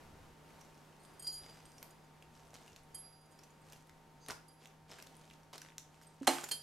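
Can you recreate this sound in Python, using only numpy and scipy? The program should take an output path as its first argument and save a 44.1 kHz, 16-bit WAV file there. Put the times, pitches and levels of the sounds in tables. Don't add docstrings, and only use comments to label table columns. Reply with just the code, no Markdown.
import sys
import numpy as np
from scipy import signal
from scipy.fft import rfft, irfft, next_fast_len
from scipy.io import wavfile

SR = 44100
rng = np.random.default_rng(int(sys.argv[2]) if len(sys.argv) > 2 else 0)


def persist_wave(psi):
    counts = np.round(np.clip(psi, -1, 1) * 32767).astype(np.int16)
    wavfile.write(sys.argv[1], SR, np.atleast_2d(counts).T)


N = 292283
TIME = np.arange(N) / SR

# (frequency [Hz], level [dB], t60 [s], offset of the twin mode [Hz])
RING_MODE_PAIRS = [(3168, -7, .3, 4), (4340, -12, .2, 6), (4831, -1.5, .62, 8), (6690, -5, .13, 45),
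                   (6765, -1, .15, 36), (8475, 5.5, .17, -22), (9005, 2, .22, -31), (11152, 2, .4, 17),
                   (11690, -5, .17, 24), (12400, -5, .16, 50), (12930, 4, .11, 33)]
# (time [s], level [dB], frequency favoured by the contact point [Hz],
# boost there [dB], decay time relative to the free ring [ratio])
RING_STRIKES = [(.995, -88, 4340, 23, 1.3), (1.032, -84, 8995, 9, .7), (1.05, -84, 8475, 7, 1),
                (1.135, -89, 11150, 11, .8), (1.195, -66, 8475, 8, 1), (1.223, -63, 11150, 4, 1),
                (1.245, -72, 4831, 20, .7), (1.269, -65, 4831, 24, .24), (1.27, -69, 4831, 15.5, .9),
                (1.271, -69, 4340, 23, .6), (1.273, -68, 8475, 12, .7), (1.294, -74, 6760, 8, .8),
                (1.315, -76, 4340, 27, 1.3), (1.323, -72, 12930, 13, 1), (1.327, -70, 6700, 13, 1),
                (1.339, -67, 9050, 12, .9), (1.378, -71, 8475, 2, .5), (1.492, -82, 4831, 18, .3),
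                (1.654, -75, 8475, 5, 1.1), (1.906, -76, 6760, 10, .4), (2.043, -87, 6760, 12, .6),
                (2.945, -70, 11200, 19.5, 1.2), (2.946, -71, 4831, 11, 1), (2.948, -70, 8475, 11, .9),
                (3.125, -91, 4831, 23, .6), (3.212, -86, 9050, 8, .7), (3.257, -85, 6760, 13, 0.33),
                (3.311, -84, 8475, 6, .8), (3.322, -88, 6760, 16, .6), (3.503, -85, 6760, 13, 0.58),
                (3.615, -87, 8380, 7, .7), (3.762, -85, 8475, 4, .6), (4.481, -79.5, 11150, 9, 1.1),
                (4.483, -82.5, 4829, 10, .7), (6.025, -80, 12750, 10, 0.92), (6.068, -85, 8475, 16, 0.8),
                (6.487, -69, 8475, 11, .5), (6.5125, -59, 4340, 33, .65), (6.5145, -64, 3168, 26, .7),
                (6.515, -63, 11152, 13, .5), (6.517, -58, 8995, 13, .8), (6.521, -61, 8475, 5, .8)]
# (time [s], duration [s], level of the whole push [dB])
RING_SLIDES = [(.96, .1, -80), (1.64, .25, -71), (3.26, .14, -85)]
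# (time [s], left minus right level [dB])
RING_PATH = [(1.3, -0.5), (3., -5), (6.5, -4)]
# (time [s], level [dB], resonance [Hz], t60 [s], snap over resonance [dB])
BUCKLE_TAPS = [(0.61, -49, 5870, .032, -4), (0.778, -51.5, 6000, .008, 5), (1.05, -46, 3480, .008, 0),
               (1.781, -47.5, 5684, .035, -5), (1.267, -41, 4930, .028, -9), (1.828, -32, 13000, .012, -3),
               (2.224, -45, 2500, .016, -10), (5.31, -49, 2447, .025, -10), (1.843, -52, 11600, 0.015, -2),
               (2.533, -46, 790, 0.014, -15), (2.5418, -37.5, 5540, .004, 7),
               (2.678, -46.5, 2820, 0.032, -3), (2.762, -42.5, 2960, 0.0075, 0),
               (2.945, -46, 6500, 0.0086, 0), (3.390, -47.5, 5500, 0.03, -1),
               (3.435, -46.5, 5960, 0.041, 4), (3.723, -42, 5400, 0.016, 9), (3.731, -41, 2960, 0.024, 11),
               (3.895, -47, 1790, 0.0087, 0), (4.263, -40, 5000, 0.0046, -1),
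               (4.285, -32.5, 10000, 0.016, 0), (4.3, -33.5, 1370, 0.043, -14),
               (4.3065, -31, 5140, 0.017, -2), (4.317, -35.5, 940, 0.047, 0), (4.657, -39, 2650, 0.009, -1),
               (4.914, -43, 5400, .021, -6), (4.986, -43, 1550, .025, -2), (5.0249, -36, 6000, 0.0039, 3),
               (5.027, -38, 4995, 0.0033, 5), (5.067, -44.5, 7000, 0.0036, 0),
               (5.167, -49, 9500, 0.017, -14), (5.301, -46, 3000, 0.0068, -14),
               (5.5302, -42, 1050, 0.034, -1), (5.58, -36, 4550, 0.018, 3), (5.6172, -36.5, 6110, 0.01, -4),
               (5.782, -24, 5630, 0.0032, -4), (5.7876, -50, 6440, .012, -4),
               (5.796, -46, 5800, 0.012, -14), (6.0145, -46, 1500, 0.013, -3),
               (6.3842, -29.5, 1355, 0.012, -12), (6.411, -38, 7000, .015, -4),
               (6.44, -29.5, 7100, 0.047, 2), (6.488, -34.5, 12200, 0.048, 7), (6.512, -27, 7000, 0.09, 11)]
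# (time [s], duration [s], level [dB], centre frequency [Hz])
RUB_STROKES = [(0.484, 0.51, -71, 6000), (1.359, 0.39, -63, 3540), (2.315, 0.24, -67.5, 5270),
               (2.542, 0.03, -54.5, 5030), (2.566, 0.3, -65, 4420), (3.639, 0.27, -67, 5070),
               (4.28, 0.057, -47, 1140), (4.598, 0.095, -65.5, 2990), (4.881, 0.2, -58, 2330),
               (5.088, 0.37, -68.5, 4492), (5.53, 0.05, -51.5, 3425), (5.58, 0.14, -68, 2940),
               (5.904, 0.37, -70.5, 4000), (6.221, 0.059, -58.5, 3540), (6.434, 0.017, -46, 6640)]
LINK_RESONANCES = [4770, 6300]
# (time [s], crack level [dB], crack t60 [s], body level [dB])
TACK_IMPACTS = [(6.2703, -27, 0.04, -62), (6.274, -20, 0.04, -44), (6.2765, -24, 0.011, -28),
                (6.289, -36, 0.48, -35.5)]
# (frequency [Hz], level [dB])
CRACK_SPECTRUM = [(180, -28), (300, -10), (467, -23), (801, -4.5), (1210, -10.5), (2280, -10), (2520, -12),
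                  (2870, -12), (3670, -15), (4180, -21), (4620, -14.5), (9800, -15), (15000, -19)]
# (frequency [Hz], level [dB], t60 [s])
TACK_MODES = [(267.5, -6, 0.23), (292.5, -9, 0.25), (349.2, -5.5, 0.24), (476, -5, 0.077),
              (595, 1.5, 0.048), (635, 6, 0.042), (763, 7.5, 0.07), (813.5, 6, 0.065), (870, -6, 0.13),
              (1298, -0.5, 0.039), (1506, -27, 0.056), (2230, -13, 0.087), (2805, -9.5, 0.088),
              (2966, -11.5, 0.075), (4330, -14, 0.037), (4170, 12.5, 0.017), (5800, -11, 0.13),
              (7170, -8.5, 0.09), (9570, -5, 0.12)]
# (frequency [Hz], level [dB], t60 [s])
SOFT_BUMP_MODES = [(275, 0, .11), (330, -9, .07), (520, -9, .04), (900, -17, .025), (2900, -25, .025)]
# (frequency [Hz], level [dB], rms frequency waver [Hz])
HUM_PARTIALS = [(154.6, -66.5, 2.42), (774, -76.5, 3.15), (911.6, -73, 3.3)]
# (frequency [Hz], level [dB])
AIR_SPECTRUM = [(15, -43), (25, -9.5), (101, -15.5), (152, -12.5), (204, -3.5), (631, -9), (762, -9),
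                (848, -10), (919, -8.5), (997, -10.5), (3830, -23), (6550, -26), (9810, -29.5),
                (11800, -28.5), (15500, -25.5)]


def bit_ring(rise_s=0.0005, twin_db=-6, favour_octaves=.07, sway_db=1.6, chatter_db=-23):
    out, push, t = np.zeros(N), np.zeros(N), TIME[:SR]
    for s, length, db in RING_SLIDES:
        swell = np.hanning(int(length * SR))
        add(push, s, undb(db) * swell / swell.sum())
    rise, twin = 1 - np.exp(-t / rise_s), undb(twin_db)
    for hz, db, t60, split_hz in RING_MODE_PAIRS:
        pair = rise * (1 + twin * np.exp(2j * np.pi * split_hz * t)) / np.hypot(1, twin)
        envelope = undb(db) * signal.fftconvolve(push, fade(t, t60))[:N].astype(complex)
        for s, strike_db, favoured_hz, boost_db, decay_ratio in RING_STRIKES:
            nearness = np.exp(-(np.log2(hz / favoured_hz) / favour_octaves) ** 2)
            gain = undb(db + strike_db + boost_db * nearness)
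            add(envelope, s, gain * pair * fade(t, t60 * decay_ratio))
        beam = undb(sway_db * wander(16))
        carrier = np.exp(2j * np.pi * (hz * TIME + rng.random()))
        out += np.sqrt(2) * beam * np.imag(envelope * carrier)
    return out * (1 + undb(chatter_db) * wander(600))


def taps(rows, q_per_cycle=0.067, thud_db=-13):
    out, t = np.zeros(N), TIME[:SR // 10]
    for s, db, hz, t60, snap_db in rows:
        push = rng.standard_normal(len(t)) * fade(t, t60)
        tone = unit(band(push, hz, q=2 + q_per_cycle * hz * t60))
        snap = undb(snap_db) * unit(band(push, hz=5000, q=0.026))
        thud = undb(thud_db) * unit(band(push, hz=700, q=0.12))
        tap = tone + snap + thud
        add(out, s, undb(db) * tap / np.abs(tap).max())
    return out


def clatter(bump_s=6.2125, bump_db=-36):
    out, t = np.zeros(N), TIME[:SR // 4]
    add(out, bump_s, undb(bump_db) * struck_modes(SOFT_BUMP_MODES, rise_s=0.0027))
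    body = struck_modes(TACK_MODES, rise_s=0.0021)
    for s, crack_db, t60, body_db in TACK_IMPACTS:
        noise = colour(rng.standard_normal(len(t)), CRACK_SPECTRUM)
        crack = unit(band(noise, hz=3000, q=0.16)) * fade(t, t60)
        add(out, s, undb(crack_db) * crack + undb(body_db) * body)
    return out


def rubs(grit_db=5.0, catch_samples=32, low_db=-1):
    out = np.zeros(N)
    for s, length, db, hz in RUB_STROKES:
        progress = np.linspace(0, 1, int(length * SR))
        n = len(progress)
        catches = np.minimum(rng.exponential(size=n // catch_samples + 1), 4)
        slips = rng.standard_normal(n) * np.repeat(undb(grit_db * catches), catch_samples)[:n]
        scrape = unit(band(slips, hz, q=0.28)) + undb(low_db) * unit(band(slips, hz=480, q=0.55))
        swell = np.sin(np.pi * progress ** 0.53)
        add(out, s, undb(db) * unit(scrape * swell))
    return colour(out, [(100, 1.0), (250, -1.1), (6500, -2.6), (14000, -8)])


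def link_rattle(per_s=16, over_rub_db=14, scatter_db=3, hz=4400, octaves=1.2, t60=0.008, snap_db=-2):
    rows = []
    for start, length, rub_db, _ in RUB_STROKES:
        if length * per_s > 1:
            for s in moments(start, length, per_s):
                db = rub_db + over_rub_db + scatter_db * rng.uniform(-1, 1)
                link_hz = hz * 2 ** (octaves * rng.uniform(-1, 1))
                rows.append((s, db, link_hz, t60, snap_db))
    return rows


def strap_creak(db=-48, scatter_db=2.5, hz=1800, t60=.009, snap_db=-20):
    return [(s, db + scatter_db * rng.standard_normal(), hz, t60, snap_db)
            for s in moments(start=5.605, length=0.12, per_s=60)]


def link_squeak(start_s=4.195, length_s=0.11, db=-68):
    out, progress = np.zeros(N), np.linspace(0, 1, int(length_s * SR))
    slips = rng.standard_normal(len(progress))
    tone = sum(band(slips, hz, q=30) for hz in LINK_RESONANCES)
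    add(out, start_s, undb(db) * unit(tone * np.sin(np.pi * progress)))
    return out


def yard_echo(x, wet_db, bass_t60=0.41, treble_t60=0.31, split_hz=2000):
    t = TIME[:SR // 2]
    reflections = rng.standard_normal((2, len(t))) * np.exp(.5 * rng.standard_normal((2, len(t))))
    bass = signal.sosfilt(signal.butter(1, split_hz, fs=SR, output="sos"), reflections)
    onset = np.clip(t / 0.0015 - .5, 0, 1)
    mid, side = (bass * fade(t, bass_t60) + (reflections - bass) * fade(t, treble_t60)) * onset
    response = stereo(mid, side, side_db=-4) / np.sqrt(np.sum(mid ** 2))
    return undb(wet_db) * signal.fftconvolve(x[None], response, axes=1)[:, :N]


def machine_hum():
    out = np.zeros(N)
    for hz, db, waver_hz in HUM_PARTIALS:
        amplitude = np.sqrt(2) * undb(db + wander(6.2))
        phase = 2 * np.pi * np.cumsum(hz + waver_hz * wander(22.01)) / SR
        out += amplitude * np.sin(phase)
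    return out


def outdoor_air(air_db=-61.5, rumble_db=-69.5, calming_db_per_s=0.79, gust_db=7):
    calm_db = -calming_db_per_s * TIME
    gust = np.exp(-((TIME - 0.12) / 0.23) ** 2)
    air = stereo_noise(AIR_SPECTRUM, side_db=-7)
    air *= undb(air_db + calm_db + 0.98 * wander(8.1))
    rumble = stereo_noise([(15, 3.5), (42, 4.5), (90, 6.5), (200, -9.0), (800, -65)], side_db=-46)
    rumble *= undb(rumble_db + calm_db + gust_db * gust + 2 * wander(4.8))
    return air + rumble


def place(x, pan_db, wet_db, port_hz=10100):
    left = x - 2 * band(x, port_hz, q=6)
    balance = undb(pan_db * np.array([[.5], [-.5]]))
    return balance * (np.array([left, x]) + yard_echo(x, wet_db))


def struck_modes(modes, rise_s):
    t = TIME[:SR // 4]
    partials = sum(undb(db) * fade(t, t60) * np.sin(2 * np.pi * hz * t) for hz, db, t60 in modes)
    return np.sqrt(2) * partials * (1 - np.exp(-t / rise_s))


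def band(x, hz, q):
    w = 2 * np.pi * min(hz, SR * .45) / SR
    a = np.sin(w) / (2 * q)
    return signal.lfilter([a, 0, -a], [1 + a, -2 * np.cos(w), 1 - a], x)


def colour(x, spectrum):
    hz, db = np.transpose(spectrum)
    size = next_fast_len(len(x), True)
    bin_hz = np.maximum(np.fft.rfftfreq(size, 1 / SR), 1)
    gain = undb(np.interp(np.log(bin_hz), np.log(hz), db))
    return irfft(rfft(x, size) * gain, size)[:len(x)]


def stereo(mid, side, side_db):
    return mid + undb(side_db) * np.array([side, -side])


def stereo_noise(spectrum, side_db):
    mid, side = (unit(colour(rng.standard_normal(N), spectrum)) for _ in range(2))
    return stereo(mid, side, side_db)


def wander(per_s):
    steps = rng.standard_normal(int(TIME[-1] * per_s) + 2)
    return unit(np.interp(TIME * per_s, np.arange(len(steps)), steps))


def moments(start, length, per_s):
    count = max(int(round(length * per_s)), 1)
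    return start + length * (np.arange(count) + rng.random(count)) / count


def fade(t, t60):
    return np.exp(-np.log(1000) * t / t60)


def undb(db):
    return 10 ** (np.asarray(db) / 20)


def unit(x):
    return x / np.sqrt(np.mean(x ** 2))


def add(track, s, x):
    i = int(s * SR)
    track[i:i + len(x)] += x[:max(N - i, 0)]


def scene():
    mix = outdoor_air() + machine_hum()
    mix += place(clatter(), pan_db=-3, wet_db=-11.5)
    mix += place(rubs(), pan_db=0, wet_db=-7)
    ring_pan_db = np.interp(TIME, *np.transpose(RING_PATH))
    mix += place(bit_ring(), pan_db=ring_pan_db, wet_db=-13)
    harness = taps(BUCKLE_TAPS + link_rattle() + strap_creak()) + link_squeak()
    return mix + place(harness, pan_db=-1, wet_db=-7)


def record(dry, cutoff_hz=15800):
    response = [(20, -0.5), (11500, -0.5), (14000, -9.5), (16000, -18)]
    dulled = np.array([colour(channel, response) for channel in dry])
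    return signal.sosfilt(signal.ellip(8, .2, 70, cutoff_hz, fs=SR, output="sos"), dulled)


dry = scene()
out = record(dry)
persist_wave(out)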